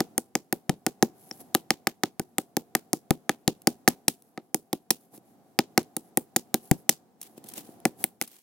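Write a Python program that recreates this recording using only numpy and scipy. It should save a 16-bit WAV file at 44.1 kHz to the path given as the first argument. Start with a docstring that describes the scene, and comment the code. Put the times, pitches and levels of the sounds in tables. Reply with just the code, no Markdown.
"""Snowy wood: a big knife chops a thin birch stem near the microphone, in runs of about six blows a second.
Each blow sums a noise crack of cut fibres, a modal knock and a modal thump of the stem; splinters snap off.
Trees return a short echo of diffuse noise; a jacket sleeve swishes as shaped noise; quiet air lies below.
One blow glances with a steel ping; late on, tugs on the stuck blade scrape as stick-slip noise."""
import sys
import numpy as np
from scipy import signal
from scipy.fft import rfft, irfft, next_fast_len
from scipy.io import wavfile

SR = 44100
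rng = np.random.default_rng(int(sys.argv[2]) if len(sys.argv) > 2 else 0)


def to_wav(sig):
    """Store sig (one row per channel, or 1-D mono) as 16-bit WAV at the path in sys.argv[1].

    Samples outside -1..1 are clipped; the rate is SR.
    """
    pcm = np.clip(np.atleast_2d(sig), -1, 1) * 32767
    pcm = np.round(pcm).astype(np.int16)
    wavfile.write(sys.argv[1], SR, pcm.T)  # frames by channels


N = 371322
TIME_S = np.arange(N) / SR
BLOW_S = np.arange(SR // 8) / SR   # time within one blow

# Blows: (time [s], crack level [dB], bite scale [ms], brightness [dB/octave], chip pitch [Hz],
#         knock level before trim [dB], thump level before trim [dB])
CHOPS = [(.0046, -24.5, 1.1, -3, 14500, -32, -21.5), (0.1794, -20, 1.84, 5, 9370, -37, -26),
         (0.3531, -21.5, 0.71, -2.5, 6240, -29.5, -24), (.526, -24, 1.7, 2.5, 12700, -33.5, -23.5),
         (0.6946, -27, 2.1, -7.5, 10600, -31, -22.5), (0.8652, -23, 0.23, -3, 11200, -32, -22.5),
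         (1.0258, -17.5, 0.38, -5.5, 14100, -26.5, -14), (1.3113, -44, 1.9, -9, 5360, -48.5, -41),
         (1.549, -16.5, 1.3, -1, 11550, -25, -20.5), (1.7054, -18.5, 0.94, -2.5, 4470, -25, -24.5),
         (1.8705, -21.5, 2, 1.5, 4570, -24.5, -26), (2.0345, -23, 2, -4, 6000, -27, -22.5),
         (2.1958, -29.5, 1, 3.5, 14650, -39.5, -28), (2.383, -20.5, 1.35, 5.5, 7980, -34.5, -26.5),
         (2.568, -23.5, 0.47, 0, 13200, -33.5, -22.5), (2.751, -19.5, 1.66, -1.5, 11400, -25, -24),
         (2.9312, -20, .9, 4.5, 10700, -35.5, -23.5), (3.107, -22, 0.65, 0, 10170, -30, -19.5),
         (3.2937, -22.5, 1.1, -5.5, 11070, -24, -23), (3.4779, -19.5, 0.45, -6, 7020, -34.5, -20.5),
         (3.6714, -15.5, 1.73, 2, 5420, -28, -17), (3.877, -16, 2.9, -1.5, 5680, -19, -15.5),
         (4.081, -15, 3.1, 1.5, 8860, -31.5, -27.5), (4.3757, -46.5, 1.7, -8, 3530, -42, -34),
         (4.5444, -20.5, 1.9, 5.5, 11200, -37.5, -25), (4.7296, -25.5, 0.99, -1.5, 3500, -37.5, -24),
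         (4.9054, -15, 3.9, 0, 11130, -35, -27.5), (5.5895, -19, 1.5, -6, 5020, -24.5, -18),
         (5.7767, -18, 1.64, -3.5, 5300, -21.5, -17), (5.966, -26.5, 2, 4, 10000, -45, -31),
         (6.1728, -17.5, 0.38, 6.5, 13960, -34.5, -21), (6.3616, -18, 4.1, -2, 7120, -31, -24.5),
         (6.5424, -18.5, 1.5, 1.5, 14000, -32.5, -21.5), (6.7128, -21, 1.67, 2.8, 7680, -29.5, -19.5),
         (6.8928, -11, 3.4, 0, 6220, -25.5, -25), (7.8533, -19, 0.28, 0.5, 10630, -25.5, -18.5),
         (8.0408, -17, 0.24, 12, 10150, -35, -32), (8.2139, -26, 0.89, -5, 14500, -32.5, -33.5)]
# Splinters snapping off: (time [s], level [dB], bite scale [ms])
SPLINTERS = [(1.0328, -35, 0.75), (1.5443, -29, .8), (3.6186, -51.5, 2.8), (3.8855, -20.5, 2.4),
             (4.222, -56.5, 1.4), (5.1769, -54, 1.9), (5.83, -51.5, 1.4), (6.365, -27.5, 1.5),
             (7.2142, -37.5, 2.9), (7.228, -42, 4.7), (7.441, -48.5, 2.2), (7.4868, -41, 4.9),
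             (7.5368, -40.5, 3.1), (7.5762, -47.5, 3), (7.802, -57, 0.49), (8.222, -30, 3.1),
             (8.2762, -45.5, 4.4)]
# Soft nudges of the stem: (time [s], level [dB])
NUDGES = [(1.407, -52), (5.176, -49), (7.375, -44), (7.443, -50), (7.577, -41), (7.687, -44.5)]
# Swings fanning air onto the microphone: (time [s], level [dB], left over right [dB])
PUFFS = [(.0046, -29.5, 12), (0.18, -32.5, -13), (0.6931, -21.5, 20), (2.1957, -31, 4),
         (3.107, -17.5, 33.5), (3.4772, -21, 23), (4.0803, -30.5, 23.5), (6.5428, -28, 15),
         (6.713, -13, 18.5)]
# Stem bending modes: (frequency [Hz], relative level [dB], t60 [s])
STEM_MODES = [(134, -22.5, 0.01), (240, -5, 0.076), (321.3, 3.5, 0.041), (361, 1.5, .03), (478, -9, 0.044),
              (526, -6, 0.038)]
# Hollow note of the blow: (frequency [Hz], relative level [dB], t60 [s])
HOLLOW_MODES = [(766, 2, .021)]
# Steel on hard wood: (frequency [Hz], relative level [dB], t60 [s])
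KNOCK_MODES = [(1237, -9, 0.027), (1480, -14.5, 0.031), (1774, 4, 0.011), (1970, -2, 0.0095),
               (2130, -2.5, 0.007)]
# Knock rising as the notch deepens: (time [s], pitch ratio [1])
NOTCH_PITCH = [(0, 1.007), (5.8, 1.034), (6.9, 1.1), (8.3, 1.21)]
# Larger arm movements: (peak time [s], level [dB], length between 1/e points [s])
REACHES = [(1.22, -61.5, .12), (1.346, -57, 0.19), (1.409, -49.5, 0.024), (4.195, -71.5, .2),
           (5.021, -64.5, .12), (5.154, -51, .05), (5.29, -69, .12), (6.056, -67.5, .08), (6.66, -56.5, .1),
           (6.79, -61.5, .06), (7.301, -64.5, 0.12), (7.691, -60, .1), (8.016, -46.5, .055),
           (8.328, -68, .14)]
# Tugs on the stuck blade: (peak time [s], level before trim [dB], length between 1/e points [s])
TUGS = [(7.245, -47.5, 0.055), (7.385, -55, .04), (7.442, -53, 0.011), (7.492, -44, 0.055),
        (7.578, -39.5, 0.051), (7.65, -58, 0.17), (8.24, -42, 0.042), (8.276, -52.5, 0.019),
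        (8.35, -55.5, 0.15)]
# Low background: (time [s], level [dB])
BACKGROUND_LEVEL = [(0.0, -51), (0.3, -64), (1.5, -56.5), (1.97, -63), (3.94, -59.5), (4.22, -65.5),
                    (4.64, -63), (5.11, -65), (5.32, -60), (6.47, -59.5), (6.71, -58), (7.17, -62.5),
                    (7.57, -53.5), (7.92, -55.5), (8.25, -65), (8.42, -90)]
# Spectrum of cut fibres: (frequency [Hz], relative level [dB])
CRACK_SPECTRUM = [(300, -24), (900, -5), (1500, -10.5), (2200, -7.5), (2800, -3), (4000, -1), (5500, 1),
                  (8000, 0), (11000, 1.5), (14000, 2), (16000, -5)]
# Echo strength by band: (frequency [Hz], relative gain [dB])
ECHO_SPECTRUM = [(60, -13), (150, 3.5), (400, 4), (800, -3.5), (1800, -6.5), (3000, 2.5), (5000, 0.5),
                 (10000, -1), (16000, 0)]
# Spectrum of air and of flapping cloth: (frequency [Hz], relative level [dB])
AIR_SPECTRUM = [(30, -40), (64, -30), (100, -13), (230, -4.5), (380, -9.5), (620, -16.5), (670, -14.5),
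                (695, -7.5), (725, -9.5), (765, -7.5), (850, -18), (1200, -25), (2600, -35.5), (16000, -37)]
# Spectrum of swishing cloth: (frequency [Hz], relative level [dB])
SLEEVE_SPECTRUM = [(60, -44), (500, -18.5), (1500, -13), (3000, -14), (6000, -10), (9400, -4.5), (11200, 3),
                   (12800, -5), (15500, -5)]
# Spectrum of the scraping blade: (frequency [Hz], relative level [dB])
SCRAPE_SPECTRUM = [(40, -24.5), (100, -8.5), (190, 11), (370, 9.5), (800, 0), (1300, -1.5), (3000, 4),
                   (5000, 2), (11000, 6), (16000, 4.5)]
# Left-right likeness of diffuse sound: (frequency [Hz], correlation [-1..1])
LIKENESS = [(60, 0.018), (290, .86), (640, 0.8), (1400, 0.19), (3000, 0.039), (15000, 0.052)]

STOP_S, STOP_SCATTER_S = 0.0039, 0.00022   # blade entry to dead stop
HOLLOW_DB, HOLLOW_KNOCK_SHARE = -1.9, 0.41   # follows the tabled thump, and by this share the knock
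STIR_DB = -38   # air stirred by every blow, relative to the tabled thump
SPLINTER_HZ, SPLINTER_BRIGHT_DB_PER_OCTAVE = 11000, 4.5
SWING_LEAD_S, SWING_DB, SWING_LENGTH_S = 0.096, -75, 0.13   # swish peak ahead of each blow
GLANCE_S, PING_DB, PING_HZ = 1.3118, -37, 5500
CUTOFF_HZ = 16200


def from_db(db):
    """Decibels to amplitude ratio."""
    return 10 ** (np.asarray(db) / 20)


def at_hz(points, hz):
    """Read a spectrum on a log-frequency axis."""
    points_hz, values = np.transpose(points)
    return np.interp(np.log(hz + 1), np.log(points_hz), values)


def coloured(x, spectrum):
    """Causal (minimum-phase) filter with the given spectrum."""
    length = x.shape[-1]
    size = next_fast_len(length + SR // 20, True) // 2 * 2
    gain = from_db(at_hz(spectrum, np.fft.rfftfreq(size, 1 / SR)))
    # folding the cepstrum onto positive times gives minimum phase
    cepstrum = irfft(np.log(gain))
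    cepstrum[1:size // 2] *= 2
    cepstrum[size // 2 + 1:] = 0
    return irfft(rfft(x, size) * np.exp(rfft(cepstrum)))[..., :length]


def at_level(x, db):
    """Scale a short sound so that its energy, spread over 10 ms, has this level."""
    energy = np.mean(np.sum(x ** 2, -1))
    return x * from_db(db) / np.sqrt(energy * 100 / SR + 1e-20)


def panned(x, pan_db):
    """Set left over right by this many dB, half on each side."""
    return x * from_db(np.array([[pan_db], [-pan_db]]) / 2)


def add(out, time_s, x):
    """Mix a short stereo sound in at this time."""
    i = max(round(time_s * SR), 0)
    out[:, i:i + x.shape[-1]] += x[:, :N - i]


def wander(step_s):
    """A random value every step, joined by straight lines."""
    values = rng.standard_normal(N // 8)
    return np.interp(TIME_S / step_s, np.arange(len(values)), values)


def swells(rows):
    """Gain of movements that each swell to a peak and fade."""
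    gain = np.zeros(N)
    for peak_s, db, length_s in rows:
        near = np.abs(TIME_S - peak_s) < 2 * length_s
        gain[near] += from_db(db) * np.exp(-(2 * (TIME_S[near] - peak_s) / length_s) ** 2)
    return gain


def noise(spectrum, grain_db, grain_s):
    """Stereo noise of rms 1, its level wandering from grain to grain before colouring."""
    size = next_fast_len(N, True)
    alike = np.clip(at_hz(LIKENESS, np.fft.rfftfreq(size, 1 / SR)), -1, 1)
    white = rfft(rng.standard_normal((2, size)))
    mid, side = irfft(white * np.sqrt([1 + alike, 1 - alike]), size)[:, :N]
    grains = from_db(grain_db * wander(grain_s))
    x = coloured(np.array([mid + side, mid - side]) * grains, spectrum)
    return x / x.std()


def quiet_air():
    """Low noise of the wood's air, following the background level."""
    level_db = np.interp(TIME_S, *np.transpose(BACKGROUND_LEVEL))
    return from_db(level_db) * noise(AIR_SPECTRUM, grain_db=-1.0, grain_s=0.13)


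def sleeve(flap_db=-2, zip_db=-8, zip_hz=11200, glide_hz=350, jitter_hz=330):
    """Cloth swishes and flaps dully with every downswing and reach; the ribs of its weave add a thin zip."""
    swings = [(chop[0] - SWING_LEAD_S, SWING_DB, SWING_LENGTH_S) for chop in CHOPS]
    motion = swells(swings + list(REACHES))
    swish = noise(SLEEVE_SPECTRUM, grain_db=3.5, grain_s=0.001)
    flap = from_db(flap_db) * noise(AIR_SPECTRUM, grain_db=3.5, grain_s=0.02)
    ribs_hz = zip_hz + glide_hz * wander(0.14) + jitter_hz * wander(0.0005)
    weave = from_db(zip_db) * wander(0.002) * np.sin(2 * np.pi * np.cumsum(ribs_hz) / SR)
    return motion * (swish + flap + weave)


def crack(db, bite_ms, bright_db_per_octave, pitch_hz, ring_db=-14, ring_s=0.0022, peak_db=6,
          chip_width_hz=800, rise_s=0.00011, fibre_db=4.0, apart=0.56, lead_s=0.000025):
    """Fibres part in a dense burst while the edge bites; the chip rings briefly at its own pitch."""
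    count = len(BLOW_S)
    bite = np.exp(-(BLOW_S * 1000 / (1.3 * bite_ms)) ** 2)
    ring = from_db(ring_db) * np.exp(-BLOW_S / ring_s)
    envelope = (1 - np.exp(-BLOW_S / rise_s)) * (bite + ring)
    # a new random fibre strength every 0.3 ms
    strength = np.interp(BLOW_S / 0.0003, np.arange(count), rng.standard_normal(count))
    common, own = rng.standard_normal(count), rng.standard_normal((2, count))
    burst = (common + apart * own) * envelope * from_db(fibre_db * strength)
    # the left port hears it a moment sooner
    lead_samples = lead_s * SR * rng.uniform(0.6, 1.4)
    delay = np.exp(-2j * np.pi * np.fft.rfftfreq(count) * lead_samples)
    burst[1] = irfft(rfft(burst[1]) * delay, count)
    burst[1, count // 2:] = 0   # drop wrap-around
    hz = np.geomspace(200, 18000, 120)
    tilt = bright_db_per_octave * np.clip(np.log2(hz / 7500), -0.6, 0.5)
    chip = peak_db * np.exp(-((hz - pitch_hz) / chip_width_hz) ** 2)
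    spectrum = np.c_[hz, at_hz(CRACK_SPECTRUM, hz) + tilt + chip]
    return at_level(coloured(burst, spectrum), db)


def struck(modes, scatter_db, ratio=1, detune=0.015):
    """Decaying modes; each blow lands elsewhere and shifts their strength and pitch a little."""
    out = 0
    for hz, db, t60_s in modes:
        strength, shift = rng.standard_normal(2)
        pitch_hz = hz * ratio * (1 + detune * shift)
        decay = np.exp(-np.log(1000) * BLOW_S / t60_s)
        out = out + from_db(db + scatter_db * strength) * decay * np.sin(2 * np.pi * pitch_hz * BLOW_S)
    return out


def jolt(at_s, width_s):
    """A short push of unit area."""
    push = np.exp(-((BLOW_S - at_s) / width_s) ** 2)
    return push / push.sum()


def driven(force, ring):
    """A body's response to a force within one blow."""
    return signal.fftconvolve(force, ring)[:len(BLOW_S)]


def high_passed(x, order, cutoff_hz):
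    """Remove bass that the source is too small to radiate."""
    return signal.sosfilt(signal.butter(order, cutoff_hz, "high", fs=SR, output="sos"), x)


def knock(db, hollow_db, stop_s, ratio, stop_db=-16, second_push=0.81):
    """The wood is jolted twice: as the edge enters and as the blade stops dead."""
    entry, stop = jolt(0.0002, 0.00008), jolt(stop_s, 0.00008)
    hard_ring = struck(KNOCK_MODES, scatter_db=5.0, ratio=ratio)
    wood = at_level(driven(entry + from_db(stop_db) * stop, hard_ring), db)
    hollow_ring = struck(HOLLOW_MODES, scatter_db=0)
    hollow = at_level(driven(entry + second_push * stop, hollow_ring), hollow_db)
    both = high_passed(wood + hollow, 2, 380)
    return panned(np.array([both, np.roll(both, 2)]), pan_db=2.5)   # slightly later on the right


def thump(db, stop_s, width_s=0.000047, side_db=-8, low_cut_hz=135):
    """The force on the stem grows as the blade sinks in, then lets go, and the stem swings back."""
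    sinking = BLOW_S * (BLOW_S < stop_s)
    force = jolt(stop_s, width_s) - sinking / sinking.sum()
    swing = driven(force, struck(STEM_MODES, scatter_db=2.2))
    # early sideways whip, opposite at the two ports
    sideways = driven(jolt(0.001, width_s), struck(STEM_MODES, scatter_db=4)) * np.exp(-BLOW_S / 0.004)
    swing = swing + from_db(side_db) * sideways * rng.choice([-1, 1]) * np.array([[1], [-1]])
    return at_level(high_passed(swing, 4, low_cut_hz), db)


def puff(db, pan_db, swing_hz=155, fade_s=0.0036, low_cut_hz=110):
    """Air pushed by the blade hits the microphone ports as a quickly dying swing."""
    swing = np.sqrt(BLOW_S) * np.exp(-BLOW_S / fade_s) * np.sin(2 * np.pi * swing_hz * BLOW_S)
    return at_level(panned(-high_passed(swing, 1, low_cut_hz), pan_db), db)


def chopping(knock_trim_db=2, thump_trim_db=0.5, thump_pan_db=0.4):
    """Every blow, splinter, nudge and puff of air."""
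    out = np.zeros((2, N))
    stops_s = STOP_S + STOP_SCATTER_S * rng.standard_normal(len(CHOPS))
    for chop, stop_s in zip(CHOPS, stops_s):
        time_s, crack_db, bite_ms, bright, chip_hz, knock_db, thump_db = chop
        hollow_db = HOLLOW_DB + thump_db + HOLLOW_KNOCK_SHARE * (knock_db - thump_db)
        ratio = np.interp(time_s, *np.transpose(NOTCH_PITCH))
        add(out, time_s, crack(crack_db, bite_ms, bright, chip_hz))
        add(out, time_s, knock(knock_db + knock_trim_db, hollow_db, stop_s, ratio))
        add(out, time_s, panned(thump(thump_db + thump_trim_db, stop_s), thump_pan_db))
        add(out, time_s, puff(thump_db + STIR_DB, 0, swing_hz=59, low_cut_hz=20))
    for time_s, db, bite_ms in SPLINTERS:
        add(out, time_s, crack(db, bite_ms, SPLINTER_BRIGHT_DB_PER_OCTAVE, SPLINTER_HZ))
    for time_s, db in NUDGES:
        add(out, time_s, thump(db, STOP_S))
    for time_s, db, pan_db in PUFFS:
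        add(out, time_s, puff(db, pan_db))
    return out


def trees(x, echo_db=-23, build_s=0.0091, t60_s=0.13, far_db=-31, far_t60_s=0.35,
          grain_db=3.0, grain_s=0.0025):
    """Trunks and branches scatter each band's energy into a diffuse echo, which the snow soon swallows."""
    t = np.arange(SR // 3) / SR
    near = np.exp(-np.log(1000) * t / t60_s)
    far = from_db(far_db) * np.exp(-np.log(1000) * t / far_t60_s)
    arrivals = ((1 - np.exp(-(t / build_s) ** 2)) * (near + far)) ** 2
    edges_hz = [135, 240, 440, 900, 1500, 2600, 4500, 7500, 11000, 17000]
    out = 0
    for low_hz, high_hz in zip(edges_hz, edges_hz[1:]):
        band = signal.butter(3, [low_hz, high_hz], "band", fs=SR, output="sos")
        power = np.mean(signal.sosfilt(band, x + 1e-18) ** 2, axis=0)
        power = np.abs(signal.oaconvolve(power, arrivals / arrivals.sum())[:N])
        centre_hz = np.sqrt(low_hz * high_hz)
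        alike = np.clip(at_hz(LIKENESS, centre_hz), 0, 1)
        shared, own = rng.standard_normal(N), rng.standard_normal((2, N))
        wash = signal.sosfilt(band, np.sqrt(alike) * shared + np.sqrt(1 - alike) * own)
        out = out + from_db(at_hz(ECHO_SPECTRUM, centre_hz)) * np.sqrt(power) * wash / wash.std()
    trunks = wander(grain_s)   # single trunks stand out
    return from_db(echo_db + grain_db * trunks) * out


def glance(pan_db=7, fade_s=0.00098):
    """The blade glances off the bark and the steel pings: one short decaying sine."""
    out = np.zeros((2, N))
    ping = BLOW_S * np.exp(-BLOW_S / fade_s) * np.sin(2 * np.pi * PING_HZ * BLOW_S)
    add(out, GLANCE_S, at_level(panned(ping, pan_db), PING_DB))
    return out


def prying(trim_db=-1, slip_db=4.0, slip_s=0.01):
    """With each tug the blade sticks and slips; within each slip single fibres crackle."""
    fibres = noise(SCRAPE_SPECTRUM, grain_db=4.0, grain_s=0.0017)
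    return from_db(trim_db + slip_db * wander(slip_s)) * swells(TUGS) * fibres


def scene():
    """Knife sounds and their echo over the sleeve and the quiet air of the wood."""
    air = quiet_air()
    knife = chopping() + glance() + prying()
    return knife + trees(knife) + sleeve() + air


def record(dry):
    """Peaks beyond full scale overload flat; a steep low-pass cuts the top."""
    low_pass = signal.ellip(8, 0.3, 70, CUTOFF_HZ, fs=SR, output="sos")
    return signal.sosfilt(low_pass, np.clip(dry, -1, 1))


dry = scene()
out = record(dry)
to_wav(out)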